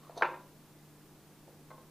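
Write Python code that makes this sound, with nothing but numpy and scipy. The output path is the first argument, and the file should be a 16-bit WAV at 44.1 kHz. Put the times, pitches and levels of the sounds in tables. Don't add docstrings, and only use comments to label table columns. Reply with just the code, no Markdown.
import sys
import numpy as np
from scipy import signal
from scipy.fft import rfft, irfft
from scipy.io import wavfile

SR = 44100
rng = np.random.default_rng(int(sys.argv[2]) if len(sys.argv) > 2 else 0)


def waveform_to_disk(signal):
    frames = np.transpose(np.atleast_2d(signal))
    scaled = np.clip(frames, -1, 1) * 32767
    samples = np.round(scaled).astype(np.int16)
    wavfile.write(sys.argv[1], SR, samples)


N = 83790
T = np.arange(N) / SR
HZ = np.fft.rfftfreq(2 * N, 1 / SR)


def amp(db):
    return 10 ** (np.asarray(db) / 20)


def unit(x):
    return x / np.sqrt(np.mean(x ** 2) + 1e-20)


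def curve(points, hz=HZ):
    f, value = np.transpose(points)
    return np.interp(np.log(hz + 1), np.log(f + 1), value)


def colour(x, gain):
    cepstrum = irfft(np.log(np.maximum(gain, 1e-5)))
    cepstrum[1:N] *= 2
    cepstrum[N + 1:] = 0
    return irfft(rfft(x, 2 * N) * np.exp(rfft(cepstrum)))[..., :N]


def add(mix, start, sound):
    part = mix[max(round(start * SR), 0):][:len(sound)]
    part += sound[:len(part)]


def noise(gain):
    return unit(irfft(rfft(rng.standard_normal(2 * N)) * gain)[:N])


def impulses(per_s):
    return rng.standard_normal(N) * (rng.random(N) < per_s / SR)


def friction(tone_db):
    return unit(colour(impulses(per_s=4000), amp(tone_db)))


def ring(modes):
    t = T[:SR // 2]
    return sum((-1) ** k * amp(db - 60 * t / t60) * np.sin(2 * np.pi * hz * t)
               for k, (hz, db, t60) in enumerate(modes))


def strike(body, blows, bass_hz=530, radiation_hz=240, contact_order=2.87):
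    radiation = HZ ** 2 / np.hypot(HZ ** 2, radiation_hz ** 2)
    out = np.zeros(N)
    for start, db, cutoff_hz, bass_db in blows:
        weight = amp(db + bass_db / (1 + (HZ / bass_hz) ** 2))
        softness = np.sqrt(1 + (HZ / cutoff_hz) ** (2 * contact_order))
        add(out, start, colour(body, weight / softness * radiation))
    return out


# f/Hz, relative level/dB
AIR_MID = [(20, -12.5), (40, -22), (80, -16.5), (125, -12.5), (200, -11), (300, -9), (380, -12.5),
           (550, -18.5), (1100, -22), (2000, -28.5), (4000, -31.5), (8000, -33), (15000, -33)]
AIR_SIDE = [(20, -5), (60, -3.5), (155, -5), (256, -10), (1200, -21), (3550, -17), (15000, -18)]
def ventilation():
    mid = amp(-59.5) * noise(amp(curve(AIR_MID)))
    side = amp(-68.5) * noise(amp(curve(AIR_SIDE)))
    return np.array([mid + side, mid - side])


# f/Hz, rms level/dB
HUM_PARTIALS = [(150, -62), (200, -72.5), (300, -72.5)]
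def mains_hum(waver_depth=0.19, waver_hz=6):
    out = np.zeros(N)
    for hz, db in HUM_PARTIALS:
        waver = 1 + waver_depth * noise(np.exp(-HZ / waver_hz))
        out += np.sqrt(2) * amp(db) * waver * np.sin(2 * np.pi * (hz * T + rng.random()))
    return out


# f/Hz, t60/s
ROOM_DECAY = [(200, 0.44), (500, 0.4954), (1000, 0.37), (2000, 0.32), (4500, 0.4), (10000, 0.67)]
# f/Hz, relative level/dB
ROOM_COLOUR = [(150, -10), (350, 2), (560, -1.5), (820, -5), (975, 6.5), (1150, -0.5), (2100, -5),
               (2900, 0), (4500, -0.5), (10000, -12)]
def laboratory(sound, delay_s=0.0051, build_s=0.0095):
    hz, t, bands = signal.stft(impulses(per_s=4000), SR, nperseg=256)
    decay = amp(-60 * t / curve(ROOM_DECAY, hz)[:, None])
    tail = signal.istft(bands * decay, SR, nperseg=256)[1][:N]
    tail *= np.clip((T - delay_s) / build_s, 0, 1)
    tail = colour(tail / np.linalg.norm(tail), amp(curve(ROOM_COLOUR)))
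    return amp(-2) * signal.fftconvolve(sound, tail)[:N]


# middle t/s, half length t/s, level/dB, resonance f/Hz
RUBS = [(0.051, 0.049, -62.5, 1120), (0.108, 0.024, -63.5, 630), (0.195, 0.036, -51, 697)]
# f/Hz, relative level/dB
RUB_COLOUR = [(200, -12), (450, -4), (900, -4), (1200, -3.5), (1600, -7), (3000, -15.5), (4100, -9),
              (5200, -28), (6200, -16), (8000, -30), (14000, -30)]
def sliding(resonance_db=13.5, width_hz=150):
    out = np.zeros(N)
    for middle, half_length, db, hz in RUBS:
        peak_db = resonance_db / (1 + ((HZ - hz) / width_hz) ** 2)
        swell = np.exp(-((T - middle) / half_length) ** 2)
        out += amp(db) * swell * friction(curve(RUB_COLOUR) + peak_db)
    return out


# f/Hz, relative level/dB
RASP_COLOUR = [(1000, -40), (2800, -31), (3700, 2), (4300, -6), (5400, -6.5), (6200, -4), (7400, -24),
               (9900, -14.5), (13000, -34)]
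def rasp(start_s=0.173, rise_s=0.0052):
    age = np.maximum(T - start_s, 0) / rise_s
    return amp(-52.5) * age * np.exp(1 - age) * friction(curve(RASP_COLOUR))


# f/Hz, relative level/dB, t60/s
BASE_MODES = [(499, 0.5, 0.047), (670, 0.5, 0.022), (854, -3.5, 0.042)]
# t/s, relative level/dB, contact cutoff f/Hz, bass level/dB
LANDINGS = [(1.4778, -46.5, 1110, -9), (1.4863, -46.5, 583, 1)]
def touchdown():
    return strike(ring(BASE_MODES), LANDINGS)


# f/Hz, relative level/dB, t60/s
SEAT_MODES = [(512.5, -4, 0.093), (648, -0.5, 0.056), (804, -7.5, 0.12), (870, -4, 0.044),
              (1061, 0.5, 0.085), (1298, -6, 0.064), (1538, -5, 0.051), (2000, -10, 0.062),
              (2110, -7, 0.037), (4030, -5.5, 0.032)]
# t/s, relative level/dB, contact cutoff f/Hz, bass level/dB
TIPS = [(1.704, -43, 3000, -5), (1.7121, -41.5, 2300, 1.5), (1.7317, -47.5, 1810, -9),
        (1.7795, -48.5, 1620, 3)]
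def settling():
    return amp(-6.5) * strike(ring(SEAT_MODES), TIPS)


# f/Hz, relative level/dB, t60/s
RIM_MODES = [(444, -6.5, 0.049), (682, -1.5, 0.08), (960, -0.5, 0.019), (1400, -3, 0.017)]
# t/s, relative level/dB, contact cutoff f/Hz, bass level/dB
RIM_SLIPS = [(0.0952, -43, 1290, -3.5), (0.1678, -39, 600, 2.5), (0.1752, -38, 1030, 3),
             (0.2083, -35, 990, -18), (0.2113, -26.5, 1240, -12), (0.2143, -38, 1200, -27)]
def stutter():
    return strike(ring(RIM_MODES), RIM_SLIPS)


# f/Hz, relative level/dB, t60/s
GLASS_MODES = [(3894, -7, 0.073), (4230, -16, 0.049), (4370, 0.5, 0.034), (5000, -10, 0.12),
               (6134, -3, 0.037), (6570, -11, 0.027), (6620, -8.5, 0.022), (9850, -15, 0.09)]
# t/s, relative level/dB
GLASS_TAPS = [(0.1655, -50.5), (0.1756, -40), (0.1813, -48), (0.19, -65), (0.2241, -46.5)]
def clinks():
    out, glass = np.zeros(N), ring(GLASS_MODES)
    for start, db in GLASS_TAPS:
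        add(out, start, amp(db) * glass)
    return amp(-7.5) * out


# f/Hz, relative level/dB, t60/s
RACK_MODES = [(361, -14.5, 0.12), (483, -3.5, 0.092), (648, -1.5, 0.044), (800.6, -11.5, 0.14),
              (901.2, 0.5, 0.1), (986.6, -3.5, 0.17), (1059, -2.5, 0.059), (1363, 4, 0.075),
              (1582, 1, 0.031), (1725, 0, 0.028), (2050, -4.5, 0.06), (2211, -5, 0.025),
              (2480, -7.5, 0.063), (2990, -19, .05)]
# f/Hz, relative level/dB
WOOD_COLOUR = [(100, -23.5), (250, -23), (450, 5.5), (1000, -12.5), (1900, -0.5), (2500, -2), (3000, -9),
               (4500, -13), (7000, -22), (12000, -25)]
# t/s, relative level/dB, contact cutoff f/Hz, bass level/dB
RACK_BLOWS = [(0.094, -30.5, 840, 6), (0.1672, -21.5, 476, 9), (0.2212, -2.5, 2380, 0),
              (0.2238, -5, 2500, 0.5), (0.2288, -14.5, 3170, -8), (0.231, -9.5, 3000, -4)]
def knocks(crack_db=2.5, crack_t60_s=0.024):
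    wood = unit(colour(rng.standard_normal(N), amp(curve(WOOD_COLOUR))))
    out, rack = np.zeros(N), ring(RACK_MODES)
    fade = amp(crack_db - 60 * T[:len(rack)] / crack_t60_s)
    for blow in RACK_BLOWS:
        crack = np.roll(wood, rng.integers(N))[:len(rack)] * fade
        out += strike(rack + crack, [blow])
    return amp(-21) * out


def tube_and_rack():
    lifting = knocks() + stutter() + clinks() + rasp() + sliding()
    return lifting + touchdown() + settling()


def scene():
    direct = tube_and_rack()
    reflected = laboratory(tube_and_rack())
    return direct + reflected + ventilation() + mains_hum()


def record(dry):
    lowpass = signal.firwin(401, cutoff=15350, window=("kaiser", 8), fs=SR)
    return signal.oaconvolve(dry, lowpass[None], "same")


dry = scene()
out = record(dry)
waveform_to_disk(out)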